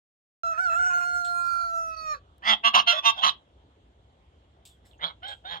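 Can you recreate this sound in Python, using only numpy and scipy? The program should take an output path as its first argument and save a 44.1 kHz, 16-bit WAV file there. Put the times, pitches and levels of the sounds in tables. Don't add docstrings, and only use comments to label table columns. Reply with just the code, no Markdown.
import sys
import numpy as np
from scipy import signal
from scipy.fft import rfft, irfft, next_fast_len
from scipy.io import wavfile
from scipy.ndimage import uniform_filter1d, minimum_filter1d, map_coordinates

SR = 44100
rng = np.random.default_rng(int(sys.argv[2]) if len(sys.argv) > 2 else 0)


def volts_from_db(level):
    exponent = np.asarray(level, float) / 20
    return 10 ** exponent


def master_out(mix):
    frames = np.transpose(np.atleast_2d(mix))
    ceiling = np.clip(frames, -1, 1)
    pcm = np.round(ceiling * 32767).astype(np.int16)
    wavfile.write(sys.argv[1], SR, pcm)


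N = 246959
START_S = .434

# freq_hz, density_db_per_hz
YARD_SPECTRUM = [(88, -29.5), (150, -5.5), (216, -6.5), (330, -5.5), (434, -7), (572, -9.5), (825, -10),
                 (1010, -13.5), (2480, -24.5), (3260, -16.5), (5070, -35.5), (7310, -35), (12000, -53.5),
                 (15600, -82.5), (22000, -120)]
# freq_hz, likeness_0_1
YARD_LIKENESS = [(100, 0.98), (300, 1), (700, 0.65), (1500, 0.55), (4000, 0.1), (9000, 0.089)]
# freq_hz, density_db_per_hz
TRAFFIC_SPECTRUM = [(13, -67), (22, -38), (40, -12), (59, 9), (75, 5), (150, -9.5), (200, -15.5),
                    (260, -45), (440, -120)]
# time_s, level_db
TRAFFIC_COURSE = [(0.6, -58.5), (0.67, -60.5), (1.34, -60.5), (1.75, -59), (1.92, -59.5), (2.12, -59.5),
                  (2.28, -59), (2.85, -67), (3.27, -64), (3.84, -61), (4.94, -60), (5.08, -59),
                  (5.6, -56.5)]
YARD_LEVEL_DB = -66 + 1.5

# freq_hz, phase_rad
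LEFT_LEAD_RAD = [(0, 0), (690, 1.5), (950, 1.9), (1380, 3.1), (2070, 4.9), (2760, 6.6), (3620, 9.2),
                 (4300, 12.7), (5170, 13.4), (7400, 20.5), (16000, 44)]
# freq_hz, gain_db
LEFT_SHADE_DB = [(200, 0), (380, -1), (690, 4), (950, -2), (1380, -7), (2070, -4.5), (2760, -6.5),
                 (3500, -10.5), (4300, -7), (5170, -1), (7400, -2), (15000, -3)]
# freq_hz, t60_s
PEN_T60 = [(200, 0.6), (1200, 0.13), (3500, 0.21), (9000, 0.03)]
# delay_ms, left_db, right_db
WALL_ECHOES = [
    (1.3, -23, -27.5),
    (2.9, -26.5, -9.5),
    (4.7, -11, -8.5),
    (7.9, 0.5, -3.5),
    (12.1, -13.5, -9),
]

# time_s, pitch_hz, level_db
CRY_COURSE = [(0.433, 673, -23.5), (0.5, 670, -22), (0.573, 635.6, -29), (0.589, 663.8, -20),
              (0.802, 725.1, -19.5), (1.097, 713.6, -21), (1.617, 686.1, -23), (1.836, 659.7, -26.5),
              (1.969, 641.7, -30), (2.032, 635, -29), (2.124, 608.3, -22.5)]
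# freq_hz, then gain_db at five even stages
CRY_THROAT_DB = [(300, -42, -46.5, -64, -37.5, -35.5), (520, -29.5, -23.5, -34, -17.5, -16),
                 (692.87, -13, -26, -21, -19.5, -37), (1040, -47, -10.5, -15, -24.5, -35),
                 (1134, -0.5, -6, -2, -5.5, -2.5), (1445, 8, 0, -0.5, 2.5, -10.5),
                 (1690, -26, -17.5, -37, -32, -13.5), (1840, -32, -14, -49.5, -34, -22),
                 (2052, -42, -39.5, -46.5, -43.5, -42), (2600, -17.5, -11.5, -20, -11.5, -20),
                 (2730, -37.5, -29.5, -60, -55.5, -45), (3370, -37.5, -42, -65.5, -92, -43),
                 (3966, -29, -39, -32, -40, -29), (4486, -25, -47, -17.5, -11, -21),
                 (4575, -51.5, -74, -55.5, -47.5, -47.5), (5700, -23.5, -36, -41.5, -31.5, -33.5),
                 (8067, -56, -34.5, -35.5, -53, -52), (9150, -66, -63.5, -45, -42.5, -54.5),
                 (10842, -53.5, -56, -49, -46, -54), (16010, -66, -65, -59, -65.5, -60.5)]
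# middle_s, length_s, pitch_hz, level_db
CRY_WAVERS = [
    (0.53, 0.06671, -5.5, 1),
    (1.234, .04, -8, -2),
    (1.43, 0.16, 1.5, -1),
    (0.628, 0.14, 74, 0.5),
    (0.731, 0.17, -41.5, 1),
    (0.987, 0.25, -8, 2),
    (1.72, 0.069, -2.5, -2),
    (1.775, 0.081, 0, 3),
    (1.84, 0.074, -1, 0.5),
    (1.957, 0.021, 0.5, -12),
]
# middle_s, length_s, roughness_0_1, alternation_0_1
CRY_BREAKS = [(0.504, 0.23, 0, 0), (0.93, 0.34, 0.08, 0), (2.149, .03, 0.54, .4), (0.562, 0.11, 0.56, 0.4),
              (0.66, 0.2, 0.01, 0.03), (0.735, 0.07, 0.37, 0.05), (1.952, 0.38, 0.01, 0.07),
              (0.841, 0.16, 0.06, 0), (0.873, 0.021, 0.2, 0.12), (0.918, 0.062, 0.2, 0.3),
              (0.98, 0.016, 0, 0.2), (1.026, 0.073, 0.11, 0.22), (1.451, 0.35, .001, 0.7),
              (1.601, 0.3, 0.01, 0.29), (2.151, 0.042, 0.71, 0.5)]
# freq_hz, density_db_per_hz
RASP_SPECTRUM = [(500, -65), (900, -25), (1150, 3), (1500, 8.5), (1850, 7.5), (2400, -58), (3000, -31),
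                 (4000, -61)]
# freq_hz, density_db_per_hz
AIR_SPECTRUM = [(1500, -62), (2500, -23), (4300, -1), (5000, -10), (7500, 2.5), (9000, -12), (12000, -10),
                (15800, -24)]
CRY_END_S, END_FALL_HZ, END_FADE_DB = 0.065, 140.1, 31.5
TRILL_S, TRILL_LENGTH_S, TRILL_PER_S, TRILL_HZ, TRILL_DB = 0.8, 0.4, 29, 7, 1
TREMOR_SHARE, TREMOR_PER_S, SETTLES_S = .012, 260, 1.07
CRY_ROUGH_0_1 = .012
RASP_DB, AIR_DB = -6, -40

# start_s, level_db, t60_s, above_9khz_db
SNORT_PUFFS = [
    (1.244, -42.5, 0.18674, -10.5),
    (2.381, -60, 0.0095, 8.5),
    (4.652, -49.5, 0.214, 0.5),
    (4.848, -61.5, 0.2665, 1.5),
    (5.277, -55.5, 0.2786, -5.5),
]
SNORT_ATTACK_S = [0.0052, 0.00103, 0.00115, 0.0157, 0.0018]
# freq_hz, density_db_per_hz
NOSE_SPECTRUM = [(1180, -75), (2000, -45), (2200, -15.5), (3460, -0.5), (6040, -14), (8080, 1),
                 (9270, -24.5), (10500, -12), (15500, -20)]

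# start_s, length_s, from_hz, to_hz, level_db
SMALL_TONES = [
    (4.675, .1, 3700, 3150, -60),
    (4.84, .055, 5150, 5300, -71),
    (4.908, .028, 3750, 3350, -57),
    (4.925, .035, 3200, 2650, -59),
    (4.84, .04, 1900, 1850, -64),
    (4.98, .01, 6700, 6400, -66),
    (3.76, .04, 420, 400, -59),
    (2.2, .2, 1290, 1240, -66),
    (2.722, .022, 1180, 1230, -37),
]

# start_s, attack_s, hold_s, peak_db, sag_db
HONK_TIMING = [(2.423, 0.078, 0.035, -13, 6.5), (2.63, 0.018894, 0.033, -14, 0),
               (2.734, 0.015, 0.054, -15, 8), (2.861, 0.022, 0.047, -9.5, 12),
               (2.921, 0.0088, 0.058, -27, -0.5), (3.022, 0.038, 0.044, -13, 2.5),
               (3.146, 0.044, 0.037, -32.5, 4), (3.218, 0.018, 0.056, -16.5, 5.5),
               (4.991, 0.052, 0.063, -29, 14), (5.219, 0.016, 0.1, -39, 1.5),
               (5.439, 0.017, 0.12, -40, 0.5)]
# start_hz, middle_hz, end_hz
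HONK_PITCH_HZ = [(195, 219, 192), (223, 230, 221), (238, 218, 195), (228, 232, 222), (200, 213, 211),
                 (234, 228, 220), (209, 195, 184), (216, 208, 205), (150, 165, 157), (668, 824, 730),
                 (661, 850, 747)]
HONK_BREAKUP = [(.08, 0, 1), (.08, 0, 1), (.22, 0, .9), (.03, 0, 1), (.14, 0, .9), (0, 0, .9), (.3, 0, .9),
                (.3, 0, .8), (.15, 0, 1), (.17, .3, .55), (.2, .75, .45)]
STRONG_EVERY = [1, 1, 1, 1, 1, 1, 1, 1, 1, 3, 5]
# mode_width_hz, fundamental_db, highs_db
HONK_COLOUR = [(375, 5, 1), (230, -9, -9), (377.6, -2.5, -3.5), (170, -25, 0.5), (139.5, -15.5, -3),
               (244, -15.5, 5), (260, -8.5, -5), (330.8, 0.5, 1.5), (480, 10, -5.5), (463.3, -5.5, -0.5),
               (523, 8, -2.5)]
NECK_STRETCH = [(.9, 1.03, .94), (.96, 1.01, 1.02), (1.02, 1, 1.01), (.99, 1.01, .9), (.98, 1, 1),
                (.9, 1, .99), (1, .99, 1), (1, 1, .97), (.84, 1.1, .98), (.94, 1, 1), (.94, 1, 1)]
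# middle_share, length_share, level_db, leak_ratio
PRESSURE_PUSH = [(0.79, 0.17, 1, 1.5), (0.4, 0.23, 0, 0.74), (0.19, 0.51, 4.5, 6.1), (.3, .3, 1, 1),
                 (.5, .3, -0.5, 1), (.5, .3, 2.5, 0.52), (.5, .3, -2.5, 2), (0.76, 0.13, 3.5, 2.9),
                 (0.3694, 0.16, 3, 2.885), (.5, 0.37, 1.5, 3.0196), (0.51, 0.34, 2.5, 3.8)]
# swell_exponent, release_db_per_s
HONK_EDGES = [(1.5, 949), (1.5, 899), (1.5, 948.5), (1.5, 950.5), (1.5, 949.5), (1.1, 1500), (1.5, 948.5),
              (1.3, 999), (1.4, 800), (1.6, 900), (1.6, 897.5)]
# freq_hz, gain_db
NEAR_MODES = [
    [(850, -12.5), (1292, 0), (1990, 1.5), (2850, -6.5), (3400, 5), (4177, -25.5), (4780, -26)],
    [(1141, -2.5), (1593, -18.5), (2024, -16), (2800, 1), (3300, -11), (4113, -16)],
    [(1120, 3.5), (1680, -21.5), (2842, -2), (3165, -24.5), (3833, -19), (4587, -35)],
    [(670, -19.5), (1414, 0), (4150, -5.5), (2049, -8), (2749, -0.5), (3140, -1)],
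    [(624, -6), (1141, 2), (1486, -2.5), (1895, -2), (2606, -9.5), (3445, 6.5)],
    [(900, -5.5), (1141, 4.5), (1615, -19.5), (2067, -13.5), (2756, 1), (3208, -19.5), (3704, 6)],
    [(775, 1.5), (1120, -9), (1507, -11), (2649, -24), (3338, 5), (4953, -19.5)],
    [(1163, 3), (1895, -14.5), (3015, -3), (3381, -10), (3984, -7.5), (4328, -31)],
]
# freq_hz, gain_db
FAR_MODES = [
    [(581, -29), (947, -4.5), (1314, -0.5), (2089, -14), (3100, 7.5), (3850, -9), (4479, -34)],
    [(797, -8.5), (1529, -4.5), (2089, -9), (2433, -19), (3208, 1), (4694, -45)],
    [(840, -18), (1050, -9.5), (1529, -5.5), (1895, -6), (2412, -22), (3208, -0.5), (4414, -31)],
]
# start_db, end_db
BEAK_OPENING = [
    [(3, 18.5), (-1, 2.5), (5, -5), (0, -8), (-3.5, 0), (3, 0), (-1.5, 2)],
    [(-4, 4), (-3.5, -1.5), (-1.5, -5.5), (1, -9.5), (-6.5, 1), (-5, -1)],
    [(-13, 0.5), (-8.5, -1.5), (3, -1.5), (-8, 4.5), (1.5, 0.5), (0, 1)],
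    [(-1, -9.5), (-4.5, 7), (3.5, 3.5), (-5.5, -5.5), (-1.5, -2.5), (6.5, -3.5)],
    [(2, -4.5), (6, 2), (-2, 6.5), (5.5, 1.5), (-3.5, 4.5), (-9.5, 2.5)],
    [(-1, -2), (-5.5, 3.5), (0.5, 3.5), (4, -7), (0.5, 4.5), (0, 0), (-2, -5)],
    [(-8.5, 2.5), (-3, 2.5), (3.5, 3), (2.5, -2), (-8, 3.5), (0, 4)],
    [(2, 0), (-3.5, -1), (6, -7.5), (2.5, -4.5), (-1.5, -0.5), (2, 0)],
    [(1, 0), (-8, 7), (-4, 12), (27, 12), (-13, -17), (-19, -20), (-27, -10)],
    [(-6, -3), (6, 9.5), (-2, -16), (-14, -3), (-9, -1), (2, 4)],
    [(12.5, -10.5), (-21, 17), (0.5, -5.5), (-4, -4), (-5, 3), (-4, -2), (-10, -5)],
]
# freq_hz, gain_db
NEAR_THROAT_DB = [(420, -62.5), (700, -14.5), (2300, -21), (3300, -4.5), (4400, -26.5), (5600, -24.5),
                  (7200, -36.5), (8900, -50.5), (10900, -43), (13000, -54.5), (15500, -56)]
# freq_hz, gain_db
FAR_THROAT_DB = [(330, -31.5), (600, -14.5), (2200, -22.5), (2600, -21), (3700, -2.5), (4500, -24.5),
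                 (7500, -44), (8700, -55), (11000, -43), (15500, -63)]
ONSET_DB, RELEASE_S = 38, 0.032
ROUGH_PER_DB = 0.0055
SLOW_AT_SHARE, SLOW_LENGTH_SHARE = 0.59, 0.7
BREATH_DB_PER_DB, DULL_START_DB = 0.26, 7
BEAK_DB, BEAK_FROM_HZ, SWAY_RAD = 2.4, 3000, .6


def along(points, hz):
    f, v = np.transpose(points)
    return np.interp(np.log(hz + 1), np.log(f + 1), v)


def column(rows, k, s):
    rows = np.asarray(rows)
    return np.interp(s, rows[:, 0], rows[:, k])


def unit(x):
    return x / np.sqrt(np.mean(x ** 2) + 1e-20)


def bump(t, middle, length):
    return np.cos(np.pi * np.clip((t - middle) / length, -.5, .5)) ** 2


def wander(count, at):
    return map_coordinates(rng.standard_normal(count), [at])


def filtered(x, response):
    m = next_fast_len(N + 8192)
    return irfft(rfft(x, m) * response(np.fft.rfftfreq(m, 1 / SR)), m)[..., :N]


def coloured(x, spectrum):
    return unit(filtered(x, lambda hz: volts_from_db(along(spectrum, hz))))


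def causal(gain_db):
    cepstrum = irfft(np.log(volts_from_db(gain_db(np.fft.rfftfreq(4096, 1 / SR)))))
    cepstrum[1:2048] *= 2
    cepstrum[2049:] = 0
    h = irfft(np.exp(rfft(cepstrum)))[:2048]
    return h / np.linalg.norm(h)


def background():
    z = signal.stft(rng.standard_normal((3, N)), nperseg=512)[2]
    patches = uniform_filter1d(rng.standard_normal(z.shape[1:]), size=8, axis=0)
    patches = uniform_filter1d(patches, size=10, axis=1)
    common, left, right = signal.istft(z * volts_from_db(1.6 * unit(patches)), nperseg=512)[1][:, :N]
    alike = lambda hz: np.clip(along(YARD_LIKENESS, hz), 0, 1)
    shared = ports(filtered(common, lambda hz: np.sqrt(alike(hz))))
    separate = filtered(np.array([left, right]), lambda hz: np.sqrt(1 - alike(hz)))
    yard = coloured(shared + separate, YARD_SPECTRUM)
    t = np.arange(N) / SR
    lumps_db = 1.6 * wander(60, t * 7)
    rumble = coloured(rng.standard_normal(N) + 0.11 * rng.standard_normal((2, N)), TRAFFIC_SPECTRUM)
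    return volts_from_db(YARD_LEVEL_DB) * yard + volts_from_db(column(TRAFFIC_COURSE, 1, t) + lumps_db) * rumble


def ports(x):
    f, rad = np.transpose(LEFT_LEAD_RAD)
    left = lambda hz: volts_from_db(along(LEFT_SHADE_DB, hz)) * np.exp(1j * np.interp(hz, f, rad))
    return filtered(x, lambda hz: [left(hz), np.exp(0j * hz)])


def cry():
    t = np.arange(CRY_COURSE[0][0], CRY_COURSE[-1][0] + CRY_END_S, 1 / SR)
    age_s = t - t[0]
    end = np.clip((t - CRY_COURSE[-1][0]) / CRY_END_S, 0, 1)
    trill = bump(t, TRILL_S, TRILL_LENGTH_S) * np.cos(2 * np.pi * TRILL_PER_S * (t - TRILL_S))
    jerk_hz = sum(hz * bump(t, s, length) for s, length, hz, db in CRY_WAVERS)
    jerk_db = sum(db * bump(t, s, length) for s, length, hz, db in CRY_WAVERS)
    pitch_hz = column(CRY_COURSE, 1, t) + jerk_hz + TRILL_HZ * trill - END_FALL_HZ * end ** 1.3
    tremor = TREMOR_SHARE * np.clip((SETTLES_S - t) / .05, .1, 1)
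    pitch_hz = pitch_hz * (1 + tremor * wander(900, age_s * TREMOR_PER_S))
    effort_db = column(CRY_COURSE, 2, t) + jerk_db + TRILL_DB * trill - END_FADE_DB * end ** 1.1
    breaks = sum(r * bump(t, s, length) for s, length, r, alt in CRY_BREAKS)
    rough = np.clip(CRY_ROUGH_0_1 + breaks, 0, 1)
    alternate = np.clip(sum(alt * bump(t, s, length) for s, length, r, alt in CRY_BREAKS), 0, 1)
    level_db = effort_db - 4.5 + (.6 + 2.5 * rough) * wander(200, age_s * 45)
    f, *shapes = np.transpose(CRY_THROAT_DB)
    throats = [lambda hz, db=db: along(np.transpose([f, db]), hz) + windpipe(hz, 510, 0.012)
               for db in shapes]
    tone = voice(t, pitch_hz, level_db, rough / 2, alternate, count=2, throats=throats,
                 jitter=0.032, leak=0.079)
    return turbulence(t, pitch_hz, level_db, rough) + tone


def voice(t, hz, level_db, rough, slow, count, throats, jitter, leak):
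    cycles = np.cumsum(hz) / SR
    at = np.flatnonzero(np.diff(np.floor(cycles)))
    period = SR / hz[at]
    chance = rng.standard_normal((len(at), 2))
    late = (1 - cycles[at] % 1) * period
    place = np.clip(at + late + jitter * rough[at] * chance[:, 0] * period, 8, len(t) - 9)
    strong = np.arange(len(at)) % count == 0
    beat = 1 + slow[at] * (count * strong - 1)
    size = beat * volts_from_db(level_db[at] + 9.34 * rough[at] * chance[:, 1]) * np.sqrt(period)
    taps = np.floor(place)[:, None] + np.arange(-7, 9)
    offset = taps - place[:, None]
    shape = np.sinc(offset) * np.cos(np.pi * offset / 17) ** 2
    pulses = np.bincount(taps.astype(int).ravel(), (size[:, None] * shape).ravel(), len(t) + 16)
    gate = 1 + 0.59 * np.cos(2 * np.pi * cycles - 1.2)
    breath = volts_from_db(level_db) * leak * (0.014 + rough) * gate * rng.standard_normal(len(t))
    air = pulses[:len(t)] + breath
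    stage = np.linspace(0, len(throats) - 1, len(t))
    sound = 0
    for k, gain_db in enumerate(throats):
        share = np.clip(1 - abs(stage - k), 0, 1)
        sound = sound + signal.fftconvolve(air * share, np.convolve(causal(gain_db), smear(.004)))
    out = np.zeros(N + SR)
    out[round((t[0] - .003) * SR):][:len(sound)] = sound
    return out[:N]


def windpipe(f, spacing_hz, echo):
    return -20 * np.log10(np.abs(1 - np.clip(echo, 0, .85) * np.exp(-2j * np.pi * f / spacing_hz)))


def smear(seconds):
    f = np.fft.rfftfreq(1024, 1 / SR)
    delay_s = seconds * np.clip(f / 4500, 0, 1)
    return irfft(np.exp(-2j * np.pi * np.cumsum(delay_s) * f[1]))


def turbulence(t, pitch_hz, level_db, rough):
    gate = 1 + 0.3 * np.cos(2 * np.pi * np.cumsum(pitch_hz) / SR)
    strength = np.array([volts_from_db(RASP_DB) * rough, volts_from_db(AIR_DB + 2.2 * (t < SETTLES_S))])
    level = np.zeros((2, N))
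    level[:, round(t[0] * SR):][:, :len(t)] = volts_from_db(level_db) * gate * strength
    rasp = coloured(rng.standard_normal(N), RASP_SPECTRUM)
    air = coloured(rng.standard_normal(N), AIR_SPECTRUM)
    return level[0] * rasp + level[1] * air


def beak(x):
    hz, _, z = signal.stft(x, SR, nperseg=512)
    fields = uniform_filter1d(rng.standard_normal(z.shape), size=7, axis=1)
    strength, turn = uniform_filter1d(fields, size=9, axis=2)
    sides = np.array([1, -1])[:, None, None]
    z = z * np.exp(1j * SWAY_RAD * hz[:, None] / 10000 * unit(turn) * sides)
    depth_db = BEAK_DB * np.clip(hz / BEAK_FROM_HZ, 0, 1.25)[:, None] ** 2
    return signal.istft(z * volts_from_db(depth_db * unit(strength)), SR, nperseg=512)[1][:, :N]


def pen(x):
    hz, t, z = signal.stft(rng.standard_normal((2, SR // 2)), SR, nperseg=256)
    tail = signal.istft(z * volts_from_db(-60 * t / along(PEN_T60, hz)[:, None]), SR, nperseg=256)[1]
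    tail = volts_from_db(-20.5) * np.pad(tail / np.linalg.norm(tail[0]), ((0, 0), (300, 0)))
    for delay_ms, *side_db in WALL_ECHOES:
        tail[:, round(delay_ms * SR / 1000)] += volts_from_db(np.array(side_db) - 21.5)
    return signal.fftconvolve(x[None], tail, axes=1)[:, :N]


def snorts():
    t = np.arange(N) / SR
    hiss = coloured(rng.standard_normal(N) + .5 * rng.standard_normal((2, N)), NOSE_SPECTRUM)
    high = filtered(hiss, lambda f: f > 9000)
    out = np.zeros((2, N))
    for (s, db, t60_s, high_db), rise_s in zip(SNORT_PUFFS, SNORT_ATTACK_S):
        puff = volts_from_db(db - 60 * np.abs(t - s) / t60_s) * np.clip((t - s) / rise_s, 0, 1)
        out += puff * (hiss + (volts_from_db(high_db) - 1) * high)
    return out


def small_sounds():
    t, out = np.arange(N) / SR, np.zeros(N)
    for s, length_s, from_hz, to_hz, db in SMALL_TONES:
        u = np.clip((t - s) / length_s, 0, 1)
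        unsteady = wander(2000, t * 300)
        cycles = length_s * (from_hz * u + (to_hz - from_hz) * u * u / 2)
        tone = np.sin(2 * np.pi * cycles + 1.7 * unsteady)
        out += volts_from_db(db + 4.2 * unsteady) * np.sin(np.pi * u) * tone
    return out


def honks():
    out = np.zeros(N)
    for i, (s, attack_s, hold_s, peak_db, sag_db) in enumerate(HONK_TIMING):
        first_hz, middle_hz, last_hz = HONK_PITCH_HZ[i]
        rough, slow, hoarse = HONK_BREAKUP[i]
        push_at, push_length, push_db, leak = PRESSURE_PUSH[i]
        bite, release_db_per_s = HONK_EDGES[i]
        t = np.arange(0, attack_s + hold_s + RELEASE_S, 1 / SR)
        u = t / t[-1]
        under_db = ONSET_DB * np.clip(1 - t / attack_s, 0, 1) ** bite
        under_db += sag_db * np.clip((t - attack_s) / hold_s, 0, 1)
        under_db += release_db_per_s * np.clip(t - attack_s - hold_s, 0, 1)
        arch_hz = (middle_hz - (first_hz + last_hz) / 2) * (1 - (2 * u - 1) ** 2)
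        pitch_hz = first_hz + (last_hz - first_hz) * u + arch_hz
        level_db = peak_db - under_db + push_db * bump(u, push_at, push_length)
        roughness = np.clip(rough * np.clip(hoarse + 2 * u ** 2, 0, 1) + ROUGH_PER_DB * under_db, 0, 1)
        beat = np.clip(slow, 0, 1) * bump(u, SLOW_AT_SHARE, SLOW_LENGTH_SHARE)
        breath = leak * volts_from_db(BREATH_DB_PER_DB * under_db * (t < attack_s))
        out += voice(s + t, pitch_hz, level_db, roughness, beat, count=STRONG_EVERY[i],
                     throats=honk_throats(i), jitter=.3, leak=breath)
    return out


def honk_throats(i):
    width_hz, chest_db, high_db = HONK_COLOUR[i]
    modes = (NEAR_MODES + FAR_MODES)[i]
    low_hz = min(HONK_PITCH_HZ[i][1] / STRONG_EVERY[i], 240)
    chest = [(.3 * low_hz, -60), (.7 * low_hz, chest_db - 36), (low_hz, chest_db - 19),
             (1.25 * low_hz, chest_db - 36)]
    points = chest + (NEAR_THROAT_DB if HONK_TIMING[i][0] < 4 else FAR_THROAT_DB)

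    def gain_db(f, stretch, p):
        g = f / stretch
        rings = 0
        for (hz, db), (early_db, late_db) in zip(modes, BEAK_OPENING[i]):
            mode_db = db + np.interp(p, [0, .5, 1], [early_db, 0, late_db])
            rings = rings + volts_from_db(mode_db) / (1 + (2 * (g - hz) / width_hz) ** 2) ** 2
        tilt_db = (high_db - DULL_START_DB * max(1 - 4 * p, 0)) * np.clip(f / 5000, 0, 1)
        rest = volts_from_db(along(points, g) + windpipe(g, 537.6, 0.51) + tilt_db)
        return 20 * np.log10(rings + rest)

    stages = np.linspace(0, 1, num=11)
    stretches = np.interp(stages ** .5, [0, .5 ** .5, 1], NECK_STRETCH[i])
    return [lambda f, k=k, p=p: gain_db(f, k, p) for k, p in zip(stretches, stages)]


def scene():
    geese, small = cry() + honks(), small_sounds()
    return beak(ports(geese)) + ports(small) + pen(geese + small) + snorts() + background()


def band_limit(x):
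    return signal.sosfilt(signal.butter(12, 15850, fs=SR, output="sos"), x)


def record(dry):
    need = np.clip(.62 / (np.abs(dry).max(axis=0) + 1e-9), 0, 1)
    gain = uniform_filter1d(minimum_filter1d(need, size=260), size=130)
    opened = np.arange(N) > START_S * SR
    return band_limit(dry * gain * opened)


dry = scene()
out = record(dry)
master_out(out)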